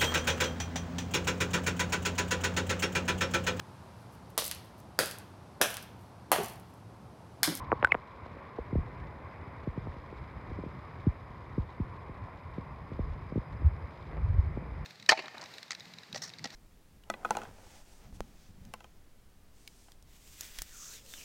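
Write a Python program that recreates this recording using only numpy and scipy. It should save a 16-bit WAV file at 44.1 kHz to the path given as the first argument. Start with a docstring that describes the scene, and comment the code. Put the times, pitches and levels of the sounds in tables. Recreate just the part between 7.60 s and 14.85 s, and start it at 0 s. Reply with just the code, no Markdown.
"""Chirping knocks and a few close bubble pings, over the rumble of a shallow stony river heard underwater.
The ear is a hand-held waterproof camera: knocks on its case arrive treble first, as short falling chirps.
Countless far bubbles blur into a muffled wash, sand ticks on the case and the water round it rings hollow.
Towards the end eddies buffet the case, a low drone joins the rumble and two short sloshes gurgle past."""
import sys
import numpy as np
from scipy import signal
from scipy.fft import rfft, irfft
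from scipy.io import wavfile

SR = 44100
rng = np.random.default_rng(int(sys.argv[2]) if len(sys.argv) > 2 else 0)


def wrap_up_sound(samples):
    """Save the sound to the file named by the first command line argument, as 16-bit audio."""
    columns = np.atleast_2d(samples).T
    # keep every value between -1 and 1, then stretch to whole-number steps
    tamed = np.clip(columns, -1, 1)
    steps = np.round(tamed * 32767).astype(np.int16)
    wavfile.write(sys.argv[1], SR, steps)


N = 319725

# strength of the current along the case: time_s, level_db
CURRENT_LEVEL = [(0, -40), (0.22, -47.5), (0.48, -57.5), (0.72, -46), (0.9, -54), (1.2, -42.5), (1.7, -47),
                 (2.2, -44.5), (2.6, -47), (3.0, -39), (3.25, -47), (4.5, -46), (5.2, -47.5), (5.6, -42),
                 (5.85, -46.5), (6.4, -46.5), (7.0, -43), (7.25, -42.5)]
# bass-heavy tone of the turbulence: frequency_hz, gain_db
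RUMBLE_EQ = [(22, -49), (35, -11.5), (55, 1.5), (85, 5), (120, 0.5), (170, -5.5), (240, -17), (400, -21),
             (800, -49.5), (3000, -100)]
# faders for the riffle's bubbles and sand: time_s, wash_db, fizz_db
RIFFLE_LEVELS = [(0, -51.5, -71), (0.25, -52, -70.5), (0.45, -54, -72), (0.8, -51, -72.5), (1.9, -51, -74),
                 (2.4, -53, -70.5), (2.8, -51.5, -73.5), (3.2, -52.5, -71), (3.7, -53.5, -72.5),
                 (4.6, -53, -74.5), (5.5, -53, -73), (6.05, -52, -75), (6.42, -52, -70.5),
                 (6.65, -52, -74.5), (7.25, -51.5, -72.5)]
# muffled tone of the far bubbles: frequency_hz, gain_db
WASH_EQ = [(60, -17.5), (200, 0), (320, -1.5), (520, -0.5), (760, -3.5), (1050, -1), (1350, -7.5),
           (1650, -9.5), (2050, -7.5), (2400, -11.5), (2800, -26.5), (3600, -32.5), (6000, -53),
           (12000, -72)]
# hollow ring of the water round the case, strong at first: time_s, level_db
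RING_LEVEL = [(0, -45), (0.2, -47.5), (0.4, -55.5), (1.0, -58), (2.6, -58), (4.8, -55), (7.25, -66.5)]
# bright tone of the sand: frequency_hz, gain_db
FIZZ_EQ = [(1500, -27.5), (2800, -1.5), (3800, -1), (4600, -7.5), (5200, -10), (6000, -16), (7500, -21),
           (12000, -54)]
# knocks on the case: time_s, peak_db, low_edge_hz, top_edge_hz
CASE_KNOCKS = [(0.118, -14, 510, 2570), (0.1269, -15.5, 415, 1590), (0.2272, -17, 535, 3100),
               (0.2393, -24, 500, 2000), (0.2729, -33, 605, 2220), (0.322, -20.5, 614, 2200),
               (0.3447, -22.5, 503, 3270), (0.3489, -17.5, 516, 2370), (0.6613, -35, 560, 1510),
               (0.7678, -37.5, 420, 614), (0.9856, -26.5, 318, 1090), (1.127, -25.5, 80, 540),
               (1.154, -22, 51, 734), (1.1823, -29, 51, 400), (2.072, -26, 69.4, 640),
               (2.1744, -27.5, 96, 600), (2.2699, -34.5, 51, 1400), (2.3632, -39.5, 51, 920),
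               (2.526, -34.5, 420, 635), (2.9142, -37, 97, 680), (2.9863, -30, 178, 650),
               (3.0361, -30.5, 322, 680), (3.061, -31.5, 80, 545), (3.467, -16, 79, 420),
               (3.9784, -22, 61.4, 536), (4.199, -23.5, 68.4, 406), (4.4924, -37, 51, 646),
               (4.6843, -39, 750, 1400), (4.9802, -28.5, 119, 584), (5.316, -33.5, 51, 700),
               (5.3912, -26.5, 68, 745), (5.721, -30.5, 100, 720), (5.7564, -23, 68, 613),
               (5.7754, -23.5, 100, 594), (6.019, -36.5, 250, 700), (6.972, -28.5, 117, 840)]
# bubbles close by: pinch_off_s, peak_db, pitch_hz, swell_s, decay_s
NEAR_BUBBLES = [(0.1275, -22, 1114, 0.0007, 0.0038), (0.131, -24, 503, 0.0011, 0.0041),
                (.231, -28.5, 630, 0.00038, .005), (.2445, -19, 820, 0.00085, 0.00022),
                (.247, -5.5, 1507, 0.000076, 0.0032), (0.2725, -26, 1470, 0.00009, 0.0019),
                (0.311, -37, 2544, .003, 0.0096), (0.3184, -31, 2840, .0007, .0011),
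                (0.3211, -6, 2130, 0.00037, 0.0017), (0.99, -27.5, 476, 0.0024, 0.0052)]
# single hard shoves of water: centre_s, peak_db, pitch_hz, half_length_s
WATER_SURGES = [(1.014, -34, 60, 0.01), (1.188, -29.5, 83, 0.018), (5.437, -27.5, 55, 0.013),
                (6.053, -24, 119, 0.0076), (6.068, -13, 76, .012), (6.246, -29.5, 75, 0.0078),
                (6.654, -22.5, 97, 0.0078), (6.705, -17, 87, 0.0055), (6.749, -22.5, 85, 0.0072),
                (6.793, -13, 68.4, 0.007)]
# low drone that joins the rumble: time_s, level_db
DRONE_LEVEL = [(0, -74), (5.1, -70.5), (5.5, -55), (6.3, -55), (6.7, -43.5), (7.25, -55)]
# spells of buffeting that swell and die away: centre_s, level_db, pitch_hz, half_length_s
BUFFET_SPELLS = [(5.46, -34, 55, .055), (6.046, -35, 72, 0.089), (6.757, -31.5, 62, 0.14),
                 (7.2, -37.5, 60, 0.085)]
# sloshes against the case: crest_s, level_db, rise_s
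SLOSH_SWELLS = [(6.575, -45, 0.056), (7.01, -56, .02)]
# throaty tone of the sloshes: frequency_hz, gain_db
SLOSH_EQ = [(100, -20), (330, 0), (650, -2.5), (1100, -10), (2200, -17), (5000, -59), (12000, -86)]
# thin whine of the electronics: pitch_hz, width_hz, base_level_db
WHINE_TONES = [(4960, 80, -81.5), (9950, 80, -98), (14928, 95, -101.5)]
# fader ride on that whine: time_s, gain_db
WHINE_RIDE = [(0, -3), (3.2, 0.5), (4.6, -3), (5.3, 1.5), (6.45, 2.5), (6.65, -1.5), (7.25, 3)]
# tone of the electronic hiss: frequency_hz, gain_db
HISS_EQ = [(500, 0.5), (6000, -5.5), (9000, 2), (12500, -0.5), (15000, -6)]

CASE_HZ, CASE_Q = 74.6, 1.09  # the case sways on the water round it
KNOCK_LEAD_S = .01  # room ahead of each chirp's attack


def gain_of(db):
    """Decibels to amplitude."""
    return 10 ** (np.asarray(db) / 20)


def unit_rms(x):
    """Scales to an rms of one."""
    return x / np.sqrt(np.mean(x ** 2) + 1e-30)


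def fader(rows, column=1):
    """One dB column of a level table as a gain for every sample."""
    rows = np.asarray(rows)
    return gain_of(np.interp(np.arange(N) / SR, rows[:, 0], rows[:, column]))


def swell(crest_s, db, rise_s, fall_s):
    """A bell-shaped fade in and out, as a gain for every sample."""
    t = np.arange(N) / SR - crest_s
    return gain_of(db) * np.exp(-.5 * (t / np.where(t < 0, rise_s, fall_s)) ** 2)


def add(mix, start_s, sound):
    """Drops a sound into the mix."""
    part = mix[max(round(start_s * SR), 0):][:len(sound)]
    part += sound[:len(part)]


def equalised(x, eq):
    """Runs x through an EQ curve, to an rms of one."""
    hz, db = np.transpose(eq)
    f = np.fft.rfftfreq(N, 1 / SR)
    curve = gain_of(np.interp(np.log(f + 1), np.log(hz), db))
    return unit_rms(irfft(rfft(x) * curve, N))


def drift(rate_hz):
    """A slow random wobble with an rms of one."""
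    f = np.fft.rfftfreq(N, 1 / SR)
    return unit_rms(irfft(rfft(rng.standard_normal(N)) * np.exp(-(f / rate_hz) ** 2), N))


def resonance(hz, width_hz):
    """Noise ringing in one narrow band, whose pitch may move."""
    f = np.fft.fftfreq(N, 1 / SR)
    noise = rng.standard_normal(N) + 1j * rng.standard_normal(N)
    envelope = np.fft.ifft(noise / (1 + (f / width_hz) ** 2))
    carrier = np.exp(2j * np.pi * np.cumsum(hz * np.ones(N)) / SR)
    return unit_rms((envelope * carrier).real)


def clicks(per_s, spread_db):
    """A random crackle of impulses, a few of them loud."""
    size = gain_of(spread_db * np.minimum(rng.exponential(1, N), 4))
    return size * rng.choice([-1, 1], N) * (rng.random(N) < per_s / SR)


def current_rumble(trim_db=-2, lumpy_db=2.5):
    """Turbulence along the case lays down a lumpy low bed."""
    lumps = gain_of(trim_db + lumpy_db * drift(rate_hz=9))
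    return lumps * fader(CURRENT_LEVEL) * equalised(rng.standard_normal(N), RUMBLE_EQ)


def bubble_wash(trim_db=1, grain=0.65, decay_cycles=5, flutter_db=0.48):
    """Countless far bubbles ping in the riffle and blur into noise, muffled by the case."""
    t, pings = np.arange(0, .05, 1 / SR), np.zeros(N)
    for hz in np.geomspace(250, 3000, 20):
        ping = np.exp(-t * hz / decay_cycles) * np.sin(2 * np.pi * hz * t * (1 + 2 * t))
        swarm = signal.oaconvolve(clicks(per_s=110, spread_db=2.6), ping)[:N]
        pings += np.sqrt(hz) * unit_rms(swarm)
    blend = grain * equalised(pings, WASH_EQ) + equalised(rng.standard_normal(N), WASH_EQ)
    flutter = gain_of(trim_db + flutter_db * drift(rate_hz=5.3))
    return flutter * fader(RIFFLE_LEVELS) * unit_rms(blend)


def hollow_ring(pitch_hz=1034, wander_hz=22, waver_db=0.5):
    """The flow keeps the water round the case ringing on a wandering midrange note."""
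    ring = resonance(pitch_hz + wander_hz * drift(rate_hz=1.5), width_hz=113)
    return gain_of(waver_db * drift(rate_hz=7)) * fader(RING_LEVEL) * ring


def sand_fizz(trim_db=1, grain=.6, flutter_db=.6, spurt_mix=0.77, spurt_decay_s=0.0055):
    """Sand grains tick faintly against the case, some in small spurts."""
    tail = np.exp(-np.arange(0, .03, 1 / SR) / spurt_decay_s)
    bursts = signal.oaconvolve(abs(clicks(per_s=41, spread_db=0.9)), tail)[:N]
    spurts = spurt_mix * unit_rms(bursts * rng.standard_normal(N))
    ticks = grain * unit_rms(clicks(per_s=610, spread_db=6.0))
    blend = ticks + spurts + rng.standard_normal(N)
    flutter = gain_of(trim_db + flutter_db * drift(rate_hz=40))
    return flutter * fader(RIFFLE_LEVELS, column=2) * equalised(blend, FIZZ_EQ)


def chirp(low_hz, top_hz, lag_cycles=1.196, tilt=0.98, thump=0.088, size=4096):
    """A dispersed knock: each frequency lands about a cycle late; the case's sway delays the bass more."""
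    f = np.fft.rfftfreq(size, 1 / SR) + 1e-3
    body = 1 / np.sqrt(1 + (low_hz / f) ** 6)
    push = thump / np.sqrt(1 + (CASE_HZ / f) ** 6)  # even a hard click nudges the whole case
    tone = (body + push) / f ** tilt * np.exp(-(f / top_hz) ** 5)
    lag_turns = lag_cycles * np.log((f + 3) / (f + 5000)) + f * KNOCK_LEAD_S
    sway = np.exp(-2j * np.arctan2(f * CASE_HZ / CASE_Q, CASE_HZ ** 2 - f ** 2))
    wave = irfft(tone * sway * np.exp(-2j * np.pi * lag_turns))
    peak = abs(signal.hilbert(wave)).max()
    return wave * signal.windows.tukey(size, .15) / peak


def patter(trim_db=-10):
    """Slight, dull bumps on the case, louder when the current is strong."""
    bumps = np.zeros(N)
    for top_hz in (280, 420, 650):
        bumps += signal.oaconvolve(clicks(per_s=14, spread_db=2.0), chirp(top_hz / 4, top_hz))[:N]
    return gain_of(trim_db) * fader(CURRENT_LEVEL) * unit_rms(bumps)


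def knocks():
    """Single hits on the case: hard ones click, soft ones plop."""
    out = np.zeros(N)
    for time_s, db, low_hz, top_hz in CASE_KNOCKS:
        add(out, time_s - KNOCK_LEAD_S, gain_of(db) * chirp(low_hz, top_hz))
    return out


def near_bubbles(glide=0.015, tick_hz=8700, tick_db=-27.5, tick_width_s=0.000245, snap_s=.00009,
                 coder_hiss_db=-66, coder_hiss_decay_s=0.03):
    """Each bubble swells, pinches off with a tick and rings down, its pitch creeping sharp."""
    out, lead_s = np.zeros(N), .02
    t = np.arange(-lead_s, 2 * lead_s, 1 / SR)
    for pinch_off_s, db, hz, swell_s, decay_s in NEAR_BUBBLES:
        envelope = np.exp(-np.where(t < 0, -t / swell_s, t / decay_s))
        ping = envelope * np.sin(2 * np.pi * hz * t * (1 + glide * t / lead_s))
        tick = np.exp(-(t / tick_width_s) ** 2) * np.sin(2 * np.pi * tick_hz * t)
        tick_gain = gain_of(tick_db) * np.exp(-swell_s / snap_s)  # slow swellers barely tick
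        add(out, pinch_off_s - lead_s, gain_of(db) * (ping + tick_gain * tick))
        # a faint, brief hiss like audio-coder noise follows each ping
        hiss = np.exp(-(t + lead_s) / coder_hiss_decay_s) * rng.standard_normal(len(t))
        add(out, pinch_off_s, gain_of(db + coder_hiss_db) * hiss)
    return out


def surges():
    """Low thuds: eddies shove the case to and fro for a cycle or two."""
    out, lead_s = np.zeros(N), .07
    t = np.arange(-lead_s, lead_s, 1 / SR)
    for centre_s, db, hz, half_s in WATER_SURGES:
        thud = np.exp(-.5 * (t / half_s) ** 2) * np.cos(2 * np.pi * hz * t)
        add(out, centre_s - lead_s, gain_of(db) * thud)
    return out


def low_drone():
    """The flow keeps a narrow bass resonance humming; it comes up late in the scene."""
    return fader(DRONE_LEVEL) * resonance(hz=148, width_hz=9.8)


def buffets(low_cut_hz=36, lumpy_db=2.5):
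    """Runs of smaller eddies shake the case in lumps for a while."""
    lumps = gain_of(lumpy_db * drift(rate_hz=20))
    shake = sum(swell(centre_s, db, half_s, half_s) * resonance(hz, width_hz=26)
                for centre_s, db, hz, half_s in BUFFET_SPELLS)
    low_cut = signal.butter(5, low_cut_hz, "high", fs=SR, output="sos")
    return signal.sosfilt(low_cut, lumps * shake + 1e-12)


def sloshes():
    """Water builds against the case and breaks off: a short gurgle of tightly packed bumps."""
    envelope = sum(swell(crest_s, db, rise_s, fall_s=0.013) for crest_s, db, rise_s in SLOSH_SWELLS)
    return envelope * equalised(clicks(per_s=700, spread_db=3), SLOSH_EQ)


def scene():
    """The river's steady bed with the hits on top, in mono."""
    bed = current_rumble() + bubble_wash() + hollow_ring() + low_drone() + sand_fizz() + patter()
    return (bed + buffets() + sloshes() + surges() + knocks() + near_bubbles())[None]


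def record(dry, hiss_db=-85, high_cut_hz=15600):
    """The camera's electronics add a thin whine and hiss, then shave off the very top."""
    tones = sum(gain_of(db) * resonance(hz, width_hz) for hz, width_hz, db in WHINE_TONES)
    whine = fader(WHINE_RIDE) * tones
    hiss = gain_of(hiss_db) * equalised(rng.standard_normal(N), HISS_EQ)
    high_cut = signal.firwin(511, high_cut_hz, window=("kaiser", 9), fs=SR)
    return signal.oaconvolve(dry + whine + hiss, high_cut[None], "same")


dry = scene()
out = record(dry)
wrap_up_sound(out)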